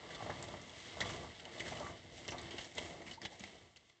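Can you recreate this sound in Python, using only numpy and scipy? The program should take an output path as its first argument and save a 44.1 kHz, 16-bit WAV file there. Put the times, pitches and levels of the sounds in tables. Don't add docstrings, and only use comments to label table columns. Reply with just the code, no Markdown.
import sys
import numpy as np
from scipy import signal
from scipy.fft import rfft, irfft
from scipy.io import wavfile
from scipy.ndimage import uniform_filter1d

SR = 44100
rng = np.random.default_rng(int(sys.argv[2]) if len(sys.argv) > 2 else 0)


def rack_gain(trim_db):
    fader = np.asarray(trim_db, float)
    return 10 ** (fader / 20)


def dump(signal):
    limited = np.clip(np.atleast_2d(signal).T, -1, 1)
    pcm = np.round(limited * 32767).astype(np.int16)
    wavfile.write(sys.argv[1], SR, pcm)


N = 176400

# (time [s], judder level [dB], extra ring of the thin upper wall [dB])
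TUGS = [(0, -54.5, 0.5), (.26, -50, 6), (.57, -51, 1), (.66, -57.5, 1.5), (.93, -59, 1.5), (1.02, -45, 5),
        (1.27, -50, 1.5), (1.35, -60, -1), (1.77, -47, 1.5), (1.82, -46, 5), (1.94, -53, 5),
        (2.0, -61.5, -20), (2.26, -56.5, -1), (2.33, -51, 5), (2.74, -53.5, -14), (2.82, -50.5, 0),
        (3.58, -62, -6), (4, -81, 5)]
# (time [s], level [dB])
BELLY_BOOM = [(0, -8.5), (.3, 3.5), (.75, -4), (.88, 3), (1.2, 2), (1.6, -4.5), (2.0, 5), (2.3, 5.5),
              (2.65, -4), (2.85, -4), (3.2, -3), (3.38, -3), (3.7, 5), (4, 5)]
# (frequency [Hz], width [Hz], level [dB])
BIN_MODES = [
    (89, 29, -6),
    (126, 60, -1),
    (179, 65, -7.5),
    (343.6, 41, -0.5),
    (491, 50, -4.5),
    (640.4, 56, -1.5),
    (691, 35, -1.5),
    (856, 58, -8.5),
    (1157.5, 20, -5.5),
]
# (frequency [Hz], level [dB])
WALL_COLOUR = [(40, -12), (80, -3), (300, -3.5), (700, -3), (1100, -15.5), (1500, -30), (2000, -15),
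               (4000, -46)]
HOPS = [2.699, 2.737, 3.157, 3.196, 3.294, 3.377]
# (time [s], fine grit level [dB], coarse stones among it [dB])
SCRAPES = [(0.0, -54.5, -13), (0.11, -52.5, -1.5), (0.29, -54, 0.5), (0.72, -57.5, 0.5), (0.93, -50, -6.5),
           (1.08, -49, 1.5), (1.37, -56, -8.5), (1.73, -49.5, -1), (2.0, -61, -1), (2.28, -59, 4.5),
           (2.47, -53.5, -7.5), (2.81, -60.5, 9), (3.0, -57.5, -4.5), (3.41, -56, -1), (3.85, -73, 3),
           (4.0, -74.5, -0.5)]
# (frequency [Hz], level [dB])
GRIT_COLOUR = [(60, -32), (300, -3.5), (700, -7.5), (1500, -9.5), (3000, -7), (4500, -11), (7000, -20),
               (9000, -10.5)]
EARLY_CRUNCH_TIMES = [.1047, .142, .298, .425, .438, .4828, .537, .612, .694, .8, 1.004, 1.013, 1.043,
                      1.1009, 1.295, 1.3463, 1.395, 1.452, 1.575, 1.596, 1.603, 1.66, 1.678, 1.685, 1.709,
                      1.722, 1.769, 1.796, 1.894]
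# (peak [dB], ringing pitch [Hz], brightness [dB per octave], length [s], rise [s])
EARLY_CRUNCHES = [(-42, 1700, -16, .01, 0.0023), (-38.5, 3430, -17, 0.013, 0.0085),
                  (-37.5, 1660, -17, 0.014, 0.0037), (-30.5, 8000, 5, 0.0047, 0.00068),
                  (-32.5, 11000, -11, 0.013, 0.0017), (-41, 3600, -5, 0.0054, .002),
                  (-47, 8300, 15, 0.0054, 0.0012), (-43, 6100, -2, 0.0069, 0.0024),
                  (-42.5, 3400, -3, 0.0062, 0.0011), (-39.5, 4000, 9, .004, .001),
                  (-23.5, 3580, -10, 0.0099, 0.00075), (-26, 1904, -8.5, 0.015, 0.0013),
                  (-37.5, 3200, 1, 0.035, .004), (-40, 6200, -6, 0.0081, 0.0017),
                  (-53.5, 1900, -17, .025, .003), (-46, 3400, -9, 0.025, 0.0033),
                  (-38.5, 2700, -5, .01, 0.0029), (-34.5, 2760, 0, 0.0076, 0.0008),
                  (-39.5, 3600, -15, 0.017, 0.0068), (-30, 2900, 0, .008, 0.0011),
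                  (-28.5, 2040, -2, 0.0085, 0.0014), (-36, 1800, -11.5, .014, 0.0018),
                  (-27, 9900, -8, 0.011, .003), (-43, 3900, -8, 0.0051, 0.0016),
                  (-41.5, 5900, 6, 0.012, 0.0013), (-41.5, 2300, 2, 0.011, 0.0016),
                  (-38, 2400, -18, 0.0058, 0.0021), (-39.5, 5200, 5, 0.006, 0.0029),
                  (-45, 2020, -6, 0.0076, .002)]
LATE_CRUNCH_TIMES = [2.2797, 2.284, 2.305, 2.318, 2.382, 2.413, 2.5067, 2.582, 2.606, 2.645, 2.752, 2.771,
                     2.7806, 2.855, 3.017, 3.06, 3.078, 3.111, 3.13, 3.2155, 3.229, 3.2505, 3.3947, 3.403,
                     3.419, 3.4365, 3.76, 3.768, 3.8965]
# (peak [dB], ringing pitch [Hz], brightness [dB per octave], length [s], rise [s])
LATE_CRUNCHES = [(-26.5, 5800, -2, 0.0022, 0.00024), (-31, 2800, -13, 0.014, 0.00067),
                 (-36, 5900, 14, 0.023, .001), (-38, 2500, -10, 0.015, 0.0012),
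                 (-37, 3850, -10, 0.02, 0.0013), (-38, 8500, 23, 0.0065, .002),
                 (-37.5, 2960, -7, 0.037, 0.0012), (-30.5, 2830, -20.5, 0.017, 0.00075),
                 (-38, 3050, -4, 0.019, 0.0027), (-39.5, 5250, -5, 0.0043, 0.00056),
                 (-36.5, 7000, 13, 0.0026, .0004), (-35.5, 2140, -7, .012, 0.0074),
                 (-25, 2970, 5, 0.0085, 0.00068), (-42.5, 2260, -4, 0.014, 0.0016),
                 (-43, 2000, 0, .015, 0.0014), (-39.5, 2500, 4, .02, 0.0039), (-40, 2270, 9, 0.024, 0.0016),
                 (-33, 2950, 1, 0.015, 0.00062), (-41.5, 4300, -14, 0.027, 0.0018),
                 (-37, 4800, -25, 0.011, .001), (-40.5, 3200, -6, 0.026, 0.0021),
                 (-28.5, 2860, -15.5, 0.011, 0.0014), (-36, 6500, 14, 0.0037, .001),
                 (-40, 2500, 11, 0.0073, 0.0024), (-50, 2000, 0, 0.005, 0.001),
                 (-33.5, 2270, 2, 0.0044, 0.0022), (-44, 2700, 6, 0.016, .001),
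                 (-46.5, 4400, -2, 0.0075, 0.0013), (-53, 2200, -11, 0.0058, 0.00087)]
# (time [s], peak [dB], pitch [Hz], ring time to -60 dB [s])
KNOCKS = [(.09, -41, 714, .04), (.202, -40, 820, 0.061), (.222, -34.5, 744, 0.038), (.247, -42, 794, 0.033),
          (.259, -36.5, 615, 0.084), (.293, -30.5, 576, 0.055), (.295, -37, 1090, 0.042),
          (.318, -38, 900, 0.036), (.403, -36, 540, 0.033), (.428, -41, 632, 0.061),
          (.483, -43.5, 650, 0.078), (.538, -40.5, 874, 0.057), (.968, -41.5, 674, .05),
          (1.002, -34, 600, 0.035), (1.055, -38.5, 705, 0.073), (1.094, -40, 1180, 0.065),
          (1.155, -42, 423, 0.03), (1.181, -43, 480, 0.059), (1.243, -36, 687, 0.03),
          (1.457, -48.5, 679, 0.15), (1.575, -47, 610, 0.057), (1.72, -41.5, 695, 0.068),
          (1.759, -41, 515, 0.046), (1.803, -39, 600, 0.097), (1.863, -34.5, 1134, 0.032),
          (1.892, -44, 666, 0.065), (2.281, -38, 605, 0.043), (2.318, -35, 440, .05),
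          (2.33, -43, 930, 0.072), (2.343, -36, 715, 0.054), (2.508, -47, 394, 0.053),
          (2.54, -42.5, 342, 0.055), (2.584, -39.5, 673, .04), (2.78, -37.5, 662, 0.071),
          (3.002, -46, 667, 0.069), (3.229, -46.5, 336, .054), (3.252, -42, 740, 0.036),
          (3.403, -49.5, 196, 0.13), (3.435, -46, 690, 0.038)]
# (time [s], peak [dB], pitch [Hz], length [s])
CLUCKS = [
    (3.173, -47, 903, 0.02),
    (3.315, -54, 832, 0.023),
]
# (frequency [Hz], level [dB])
MIC_COLOUR = [(40, 6.5), (100, 4), (1500, -1), (2050, 4.5), (2500, -2), (3150, 3), (4200, 0), (7500, -0.5)]


def colour(x, points):
    hz, db = np.array(points, float).T
    f = np.maximum(np.arange(2049) * SR / 4096, 1)
    log_gain = np.interp(np.log(f), np.log(hz), db) * np.log(10) / 20
    cepstrum = irfft(log_gain)
    cepstrum[1:2048] *= 2
    cepstrum[2049:] = 0
    response = irfft(np.exp(rfft(cepstrum)))
    return signal.fftconvolve(x, response)[:len(x)]


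def unit(x):
    return x / np.sqrt(np.mean(x ** 2))


def clicks(per_s, scatter_db, size=N):
    chance, side, strength = rng.random((3, size))
    scatter = np.minimum(-np.log(1 - strength), 4)
    return (chance < per_s / SR) * np.sign(side - .5) * rack_gain(scatter_db * scatter)


def walk(rate):
    hold = int(SR / rate)
    steps = rng.standard_normal(2000)
    return uniform_filter1d(np.repeat(steps[:N // hold + 1], hold), hold)[:N]


def ring(x, hz, width_hz):
    return signal.lfilter(*signal.iirpeak(hz, hz / max(width_hz, 5), SR), x)


def control(rows, axis=1):
    rows = np.array(rows)
    return rack_gain(np.interp(np.arange(N) / SR, rows[:, 0], rows[:, axis]))


def slips():
    return clicks(per_s=2200, scatter_db=1.66) * rack_gain(2.5 * walk(28))


def judder():
    upper = control(TUGS, axis=2)
    modes = 0
    for hz, width, db in BIN_MODES:
        sway = upper ** 2 if hz > 1000 else rack_gain(2.0 * walk(5.58))
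        mode = unit(ring(ring(slips(), hz, 1.13 * width), hz, 3 * width))
        modes = modes + rack_gain(db - 6.0) * sway * mode
    thin_wall = rack_gain(-8.0) * upper * unit(ring(ring(slips(), 1054, 500), 1000, 800))
    body = unit(colour(slips(), WALL_COLOUR)) + rack_gain(-1) * modes + thin_wall
    belly = signal.sosfiltfilt(signal.butter(2, 150, fs=SR, output="sos"), body)
    return control(TUGS) * (body + (control(BELLY_BOOM) - 1) * belly) * rack_gain(-5.5)


def grains():
    patches = 3 * walk(14) + 0.81 * walk(65)
    return clicks(per_s=5400, scatter_db=3.5) * rack_gain(patches)


def grit():
    stone_colour = [(1200, -10.5), (2600, 1.0), (4450, -4.5), (4800, -5.0)]  # (Hz, dB)
    stones = control(SCRAPES, axis=2) * unit(colour(grains(), stone_colour))
    fine = unit(colour(grains(), GRIT_COLOUR))
    return control(SCRAPES) * (fine + stones)


def ground_contact():
    now = np.arange(N) / SR
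    hop_db, hop_s = -6.5, 0.018
    return rack_gain(hop_db * sum(np.exp(-((now - s) / hop_s) ** 2) for s in HOPS))


def crunches():
    t = np.arange(8820) / SR
    out = np.zeros(N + len(t))
    times = EARLY_CRUNCH_TIMES + LATE_CRUNCH_TIMES
    for s, (db, hz, tilt_db, length, rise) in zip(times, EARLY_CRUNCHES + LATE_CRUNCHES):
        swarm = unit(clicks(per_s=9000, scatter_db=1.5, size=len(t)))
        attack = np.minimum(t / max(rise, .0003), 1)
        decay = np.exp(-(np.maximum(t - rise, 0) / max(length, .002)) ** 1.6)
        first_shard = 1 + rack_gain(-3) * np.exp(-t / .0018)
        swarm = swarm * attack * decay * first_shard
        tilt = [(700, 4.5), (1400, 2.5), (1900, -.4 * tilt_db + 0.5), (3200, 1), (8000, 0.44 * tilt_db)]
        broad = unit(colour(swarm, tilt))
        both = broad + rack_gain(-1) * unit(ring(swarm, hz, .13 * hz))
        out[int(s * SR):][:len(t)] += rack_gain(db - 0.5) * both / np.abs(both).max()
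    return out[:N]


def knocks():
    t = np.arange(8820) / SR
    out = np.zeros(N + len(t))
    for s, db, hz, t60 in KNOCKS:
        push = np.minimum(t / .004, 1) * rack_gain(-60 * t / max(t60, .01))
        noise = rng.standard_normal(len(t))
        thud = unit(ring(ring(noise, hz, .8 * hz), hz, .8 * hz))
        note = np.sin(2 * np.pi * hz * t)
        out[int(s * SR):][:len(t)] += rack_gain(db - 3) * push * (note + thud)
    return out[:N]


def clucks():
    out, t = 0, np.arange(N) / SR
    for s, db, hz, length in CLUCKS:
        u = np.clip((t - s) / length, 0, 1)
        cycles = hz * length * u * (1 + 0.068 * (u - 1))
        out = out + rack_gain(db) * np.sin(np.pi * u) ** 2 * np.sin(2 * np.pi * cycles)
    return out


def yard(near):
    level_db, t60_s, first_echo_s = -12.5, 0.2, .004
    t = np.arange(SR // 2) / SR
    tail = rng.standard_normal(len(t)) * rack_gain(-60 * t / t60_s) * (t > first_echo_s)
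    tail = tail / np.sqrt(np.sum(tail ** 2))
    return rack_gain(level_db) * signal.fftconvolve(near, tail)[:N]


def scene():
    drag = ground_contact() * (judder() + grit())
    near = drag + crunches() + knocks() + clucks()
    return (near + yard(near))[None]


def low_pass(x):
    return signal.sosfilt(signal.butter(12, 9020, fs=SR, output="sos"), x)


def record(dry):
    notch_hz, notch_width_hz = 2416, 122
    top_hz, cut_hz = 7510, 8406
    humped = dry[0] + rack_gain(-6.5) * ring(dry[0], 2087, 220)
    x = colour(humped, MIC_COLOUR)
    x = signal.lfilter(*signal.iirnotch(notch_hz, notch_hz / notch_width_hz, SR), x)
    x = colour(x, [(top_hz, 0), (cut_hz, -14)])
    x = signal.sosfilt(signal.cheby1(10, .5, cut_hz, fs=SR, output="sos"), x)
    x = signal.sosfilt(signal.butter(6, 42, "high", fs=SR, output="sos"), x)
    return low_pass(x[None])


dry = scene()
out = record(dry)
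dump(out)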